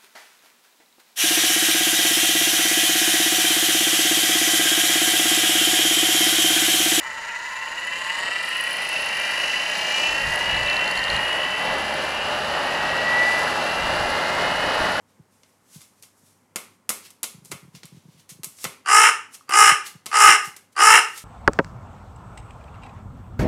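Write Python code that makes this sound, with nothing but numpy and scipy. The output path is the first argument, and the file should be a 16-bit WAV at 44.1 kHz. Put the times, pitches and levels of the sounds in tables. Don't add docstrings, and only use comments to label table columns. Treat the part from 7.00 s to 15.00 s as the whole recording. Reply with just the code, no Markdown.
import sys
import numpy as np
from scipy import signal
from scipy.fft import rfft, irfft, next_fast_len
from scipy.io import wavfile
from scipy.ndimage import map_coordinates

SR = 44100
rng = np.random.default_rng(int(sys.argv[2]) if len(sys.argv) > 2 else 0)


def boost(x):
    u = np.asarray(x, float) / 20
    return 10 ** u


def unload_wav(signal):
    wavfile.write(
        sys.argv[1],
        SR,
        np.round(np.clip(np.atleast_2d(signal).T, -1, 1) * 32767).astype(np.int16),
    )


N = 352800
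TIME = np.arange(N) / SR
SLOTS = 16

# time_s, speed_turns_per_s
SHAFT_SPEED = [(0.0, 26.55), (0.24, 28.2), (0.54, 30.1), (0.72, 31.9), (1.2, 38.18), (1.56, 42.34),
               (1.8, 44.85), (2.28, 48.7), (2.6, 50.71), (2.9, 53.1), (3.4, 58.15), (3.7, 60.75),
               (4.1, 63.85), (4.5, 67.6), (5.3, 74.03), (5.9, 78.05), (7.1, 84.79), (8.0, 89.29)]
# time_s, end_bell_level_db, barrel_over_bell_db, bearing_play_db
VIEW = [(0, -34.5, -6.5, 3), (.7, -32, 0, 1), (1.2, -34.5, 4, 3), (1.65, -32.5, 3.5, 3.5),
        (1.83, -33, 6, -1), (2.45, -28, 4, -2), (2.8, -32.5, 5, 2.5), (3.05, -32, 4.5, 4),
        (3.3, -32.5, 2.5, 4), (3.7, -31, 2.5, 1.5), (4.3, -31.5, 2.5, 2), (4.97, -41, 9, 2.5),
        (5.4, -40.5, 6.5, 1.5), (5.9, -35, 3.5, 3), (6.2, -33, -0.5, 4.5), (6.7, -36.5, 4.5, 0.5),
        (7.4, -35.5, -1, 7.5), (8, -33, -2, 3)]


def unit(x):
    return x / np.sqrt(np.mean(x ** 2) + 1e-20)


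def curves(rows):
    s, *columns = np.transpose(rows)
    return [np.interp(TIME, s, column) for column in columns]


def wobble(rate, depth_db=None):
    coarse = TIME[::32]
    knots = rng.standard_normal(int(N * rate / SR) + 4)
    curve = map_coordinates(knots, [coarse * rate])
    if depth_db is not None:
        curve = boost(depth_db * curve)
    return np.interp(TIME, coarse, curve)


def swell(s, half_s):
    return np.exp(-((TIME - s) / half_s) ** 2)


def throb(cycles, depth):
    return 1 + depth * np.cos(2 * np.pi * cycles)


def filtered(x, response):
    m = next_fast_len(N + SR // 2)
    spectrum = rfft(x, m) * response(np.fft.rfftfreq(m, 1 / SR))
    return irfft(spectrum, m)[..., :N]


def modes(table):
    def response(f):
        total = 0
        for k, (centre, width, db) in enumerate(table):
            damping = 1j * f * width
            total = total + (-1) ** k * boost(db) * damping / (centre * centre - f * f + damping)
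        return total
    return response


def shape(points):
    hz, db = np.transpose(points)
    return lambda f: boost(np.interp(np.log(f + 1), np.log(hz + 1), db))


def knocks(cycles, levels, unsteady_db, behind=0, scatter=0):
    step = np.exp(2j * np.pi * cycles)
    wave = np.exp(-2j * np.pi * behind)
    force = 0
    for db in levels:
        wave = wave * step
        phase = np.exp(2j * np.pi * scatter * rng.random())
        force = force + wobble(3.95, unsteady_db) * (boost(db) * phase * wave).real
    return force


def pulses(s, size):
    at = s[:, None] * SR
    near = np.floor(at).astype(int) + np.arange(-8, 8)
    taps = np.sinc(near - at) * np.cos(np.pi * (near - at) / 16) ** 2
    return np.bincount(np.clip(near, 0, N - 1).ravel(), (size[:, None] * taps).ravel(), N)


def ring(table, rolling, rolling_db, knock, knock_db):
    rumble, rap = filtered(np.array([rolling, knock]), modes(table))
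    return (boost(rolling_db) * rumble + boost(knock_db) * rap) / np.std(rumble)


def bearings(turns):
    # centre_hz, width_hz, level_db
    end_bell = [(900, 32, 0.5), (1047, 58, 0), (1348, 76, -3), (1707, 260, 0), (1877, 140, 8),
                (1987.4, 69.4, 10.5)]
    barrel = [(2376, 60, 1), (2511, 33, -0.5), (2689, 66, 7.5), (2886, 124, 7.5), (3067, 168, 1)]
    dent = [-30, -30, -8, -8, 4, 3, 1, 0.5, 5, 4, 1.5, 0, -4, 0, -1.5, -0.5, -2, 0, -13, -5, -10, -4, 0]
    lagging = [-30, -30, -30, -30, -19.5, -12, -2.5, -4.5, -10, -5.5, -5, -0.5, -1, -3.5, -7.5, 1, -3, 1.5,
               -9, -14, -9.5]
    pit = [-30, -30, -28, -23, -3, -29, 8.5, 5.5, 3, 1.5, 2]
    # centre_s, half_length_s, bell_gain_db, barrel_gain_db
    chatter = [(.7, 0.27, -0.5, -6), (1.22, 0.16, 5.5, -1), (2.3, .15, 5.5, -1), (3.74, 0.13, 1, 4.5),
               (4.318, 0.21, 2, 2.5), (5.2, 0.28, 2.5, 5.5), (3.068, 0.04, -7, 5.5), (3.295, 0.2, 5, 0.5),
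               (3.525, 0.065, 0.5, 5.5), (3.986, 0.11, 4.5, -0.5), (4.97, 0.31, 8, -2),
               (5.6, 0.15, 8.5, 2.5), (6.208, 0.22, 12, -1.5), (7.2, 0.39, 8.5, 0.5), (7.7, 0.33, 8.5, 2)]
    race_rate, spin_rate = 4.9056, 4.0937
    passes = race_rate * turns
    cage = race_rate / 8 * turns + .03

    bell_db, side_db, play_db = curves(VIEW)
    barrel_db = bell_db + side_db
    bell_knock_db = bell_db + play_db
    barrel_knock_db = barrel_db - 2.5 + 0.58 * play_db
    for s, half_s, bell_gain_db, barrel_gain_db in chatter:
        spell = swell(s, half_s)
        bell_knock_db = bell_knock_db + bell_gain_db * spell
        barrel_knock_db = barrel_knock_db + barrel_gain_db * spell

    beat = .33 - 0.06 * TIME
    uneven = throb(cage, beat) * throb(turns, .2)
    late = -.003 * np.sin(2 * np.pi * cage)
    race = knocks(passes + late, dent, unsteady_db=1.5)
    race = race + knocks(passes, lagging, unsteady_db=0.0, behind=cage, scatter=0.99)
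    race = uneven * wobble(30, 1.0) * unit(race)
    knock = race + boost(-7) * unit(knocks(spin_rate * turns, pit, unsteady_db=1.6))

    rolling = rng.standard_normal(N) * throb(cage, beat / 2) * throb(passes, .35)
    speed = curves(SHAFT_SPEED)[0]
    full_speed = 62
    roll_db = -3 * np.clip((full_speed - speed) / (full_speed - speed[0]), 0, 1) ** .5

    bell_sound = ring(end_bell, rolling, bell_db + roll_db + 0.73, knock, bell_knock_db - 12.5)
    barrel_sound = ring(barrel, rolling, barrel_db + roll_db - 5.5, knock, barrel_knock_db - 7.5)
    return bell_sound + barrel_sound


def slots(turns):
    pull_levels = [0, -5, -9]
    pull = unit(knocks(SLOTS * turns, pull_levels, unsteady_db=1.5))
    frame = shape([(400, -24), (780, -16), (900, 2), (1100, -3), (1250, -2), (1350, 5), (1500, 1),
                   (2600, -2), (4000, -14)])
    return boost(-40.0) * filtered(pull, frame)


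def brushes(turns):
    # time_s, rub_db, arcing_db
    brush_view = [(0, -42.5, -60), (.47, -41, -59), (1.07, -38.5, -50.5), (1.33, -38.5, -53),
                  (1.58, -37, -46), (2.36, -34, -45), (2.96, -31, -46.5), (3.39, -34.5, -44.5),
                  (3.75, -35, -50), (4.39, -37.5, -46), (5.26, -37, -48.5), (5.97, -36.5, -48),
                  (6.3, -32.5, -43), (6.6, -34.5, -46), (8, -35.5, -45)]
    # time_s, level_db
    facing_away = [(0, 4), (3.1, 4), (3.5, -7), (8, -14)]
    # time_s, level_db
    cover_view = [(0, -50.5), (1.2, -49), (1.5, -57), (8, -61)]
    # centre_hz, width_hz, level_db
    cap_modes = [(4020, 630, -2), (4880, 420, 0), (5820, 1240, -8.5), (7130, 400, -8), (7660, 430, -10.5)]
    holder_modes = [(10250, 2400, -1.5), (13100, 1300, -7), (15100, 610, -17)]
    # start_s, peak_db
    big_sparks = [(0.8694, -31), (1.1887, -28), (1.4292, -28), (1.4491, -26), (1.4895, -25), (1.5684, -26),
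                  (1.6093, -34), (1.6097, -19), (1.639, -21), (1.679, -28), (1.7085, -24), (1.73, -22),
                  (1.7689, -44), (1.7689, -25), (1.8193, -23), (1.8497, -27), (1.8896, -38), (1.8903, -19),
                  (1.9305, -28), (2.0104, -27), (2.0198, -25), (2.0602, -23), (2.1994, -23), (2.7811, -25),
                  (3.3588, -25), (3.914, -26), (4.7835, -31), (4.941, -28)]

    rub_db, fizz_db = curves(brush_view)
    facing_db = curves(facing_away)[0]
    cap_ring, holder_ring = modes(cap_modes), modes(holder_modes)
    holder_tilt = shape([(11000, 0), (11700, -13), (12600, -8), (13300, 1.5)])

    def cap(f):
        return cap_ring(f) + 0.03 * (f > 3000) * (f < 9000)

    def holder(f):
        return holder_ring(f) ** 2 * holder_tilt(f)

    gate = throb(SLOTS * turns, 0.52) * throb(turns, 0.14) * boost(0.92 * wobble(60))
    rub = unit(filtered(gate * rng.standard_normal(N), cap))
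    flicker = boost(1.3 * wobble(300) + 1.1 * wobble(8))
    fizz = unit(filtered(gate * flicker * rng.standard_normal(N), holder))
    cover = unit(filtered(gate * rng.standard_normal(N), modes([(6980, 140, 0)])))

    bar = np.arange(1, int(turns[-1] * SLOTS))
    height, offset = rng.standard_normal((2, SLOTS))[:, bar % SLOTS]

    def edge(lag):
        moments = np.interp(bar + lag + .019 * offset, turns * SLOTS, TIME)
        return pulses(moments, boost(3 * height))

    clicks = edge(0) + .8 * edge(.15)
    clicks = unit(filtered(clicks, lambda f: np.sqrt(cap(f)) * (f > 3300) * (f < 9000)))

    crest = np.arange(.0093, N / SR - .01, 1 / 100)
    luck = rng.standard_normal((len(crest), 2))
    small = pulses(crest + .0004 * luck[:, 0], boost(4 * luck[:, 1]))
    s, db = np.transpose(big_sparks)
    big = pulses(s, boost(db + 20.5))
    small_db = fizz_db + 32.5 + facing_db / 2 - 5
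    crackle = boost(-60 * TIME[:300] / 0.012) * rng.standard_normal(300)
    sparks = signal.fftconvolve(boost(small_db) * small + big, crackle / 3.9)[:N]
    sparks = filtered(sparks, lambda f: holder(f) * (1 + 0.74 * (f > 12800)) + .15 * cap_ring(f))

    sound = boost(rub_db - 5 - 0.079 * facing_db) * rub
    sound = sound + boost(fizz_db - 3) * fizz
    sound = sound + boost(rub_db - 10.5 + facing_db) * wobble(4.07, 2.2) * clicks
    return sound + sparks + boost(curves(cover_view)[0]) * cover


def fan(turns):
    # frequency_hz, density_db_per_hz
    roar_spectrum = [(24, -45), (40, -30), (166, -8.5), (385, -6.5), (538, -5), (611, 1), (1190, -2.5),
                     (1740, -1.5), (1980, -7), (2240, -13), (2880, -12), (3340, -14), (4570, -15),
                     (6000, -25.5), (7800, -54), (13200, -120)]
    # centre_hz, width_hz, level_db
    cavities = [(538, 18.6, 13), (608, 20, 6.5), (843, 23, 8)]
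    # frequency_hz, density_db_per_hz
    draught_spectrum = [(8.8, -31), (15, -1), (61, 5), (200, -5), (260, -26), (440, -120)]
    imbalance = [
        0,
        0.94,
        0,
    ]
    # centre_s, peak_db, half_length_s
    gusts = [(2.81, -60, .05), (3.104, -46, 0.059), (3.27, -40.5, 0.088), (3.58, -41, 0.13),
             (3.978, -42, 0.033), (4.133, -40, 0.055), (5.88, -48, .1), (6.4, -59, 0.17),
             (6.85, -41, 0.072), (7.02, -43, 0.11), (7.402, -46, 0.11), (7.614, -43, .07),
             (7.81, -36, 0.022), (7.937, -49, .06)]

    speed, level_db = curves(SHAFT_SPEED)[0], curves(VIEW)[0]
    growth_db = 2.228 * 20 * np.log10(speed / speed[0])
    roar_db = -48.5 + growth_db + 0.05 * (level_db - level_db[0])
    facing = (1 + np.tanh((TIME - 3.3) / 0.16)) / 2

    cavity_ring, air = modes(cavities), shape(roar_spectrum)
    roar = boost(1.15 * wobble(9)) * rng.standard_normal(N)
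    roar = unit(filtered(roar, lambda f: air(f) * (1 + np.abs(cavity_ring(f)) * 0.37)))

    shake_db = -59.5 + 8.5 * facing + 1.3 * wobble(4)
    shake = 0
    for k, db in enumerate(imbalance):
        shake = shake + boost(db + 1.8 * wobble(2.2)) * np.sin(2 * np.pi * (k + 1) * turns)

    calm_db, windy_db = -64, -54
    blow = boost(calm_db + facing * (windy_db - calm_db + 2.2 * wobble(6.7)))
    for s, db, half_s in gusts:
        blow = blow + boost(db) * swell(s, half_s)
    draught = boost(1.8 * wobble(15)) * rng.standard_normal(N)
    draught = unit(filtered(draught, shape(draught_spectrum)))
    return boost(roar_db + 2.5) * roar + boost(shake_db + roar_db + 29.5) * shake + blow * draught


def hum():
    # frequency_hz, level_db
    supply = [(48.4, -69), (199.2, -67)]
    sound = 0
    for hz, db in supply:
        sound = sound + boost(db + 3 + 0.81 * wobble(2.65)) * np.sin(2 * np.pi * hz * TIME)
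    return sound


def ticks():
    # start_s, peak_db, pitch_hz, overtone_db
    rattles = [(3.5099, -23, 4020, -24), (3.5438, -21, 3970, -25), (3.5657, -19, 4160, -24),
               (3.6326, -21, 4270, -15), (3.6745, -19, 3890, -22), (3.699, -14, 4220, -21),
               (3.7309, -18, 3910, -21), (3.767, -13, 4130, -26), (3.8591, -20, 4180, -25),
               (3.878, -17.5, 4320, -18), (3.912, -15.5, 4480, -19), (3.9543, -20, 3920, -28),
               (3.9754, -15, 4330, -19), (3.9918, -16, 4260, -22), (4.0397, -16, 4370, -20),
               (4.082, -18, 3700, -28), (4.101, -10.5, 4230, -27), (4.1314, -20, 4420, -21),
               (4.1646, -15, 4140, -20), (4.2876, -29, 4200, -22), (4.3305, -27, 4300, -10)]
    out, t = np.zeros(N), TIME[:300]
    overtones = np.sin(2 * np.pi * 7000 * t) + np.sin(2 * np.pi * 10000 * t)
    for s, db, hz, over_db in rattles:
        tone = np.sin(2 * np.pi * hz * t) + boost(over_db + 7.5) * overtones
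        envelope = boost(db + 3 - 60 * t / .009) * (1 - np.exp(-t / .0006))
        out[round(s * SR):][:len(t)] += envelope * tone
    return out


def scene():
    turns = np.cumsum(curves(SHAFT_SPEED)[0]) / SR
    mix = bearings(turns) + slots(turns) + brushes(turns) + fan(turns) + hum() + ticks()
    return mix[None]


def low_pass(x):
    return signal.sosfilt(signal.butter(12, 15750, fs=SR, output="sos"), x)


def record(dry):
    limited = filtered(dry, lambda f: f < 15750)
    return low_pass(limited)


dry = scene()
out = record(dry)
unload_wav(out)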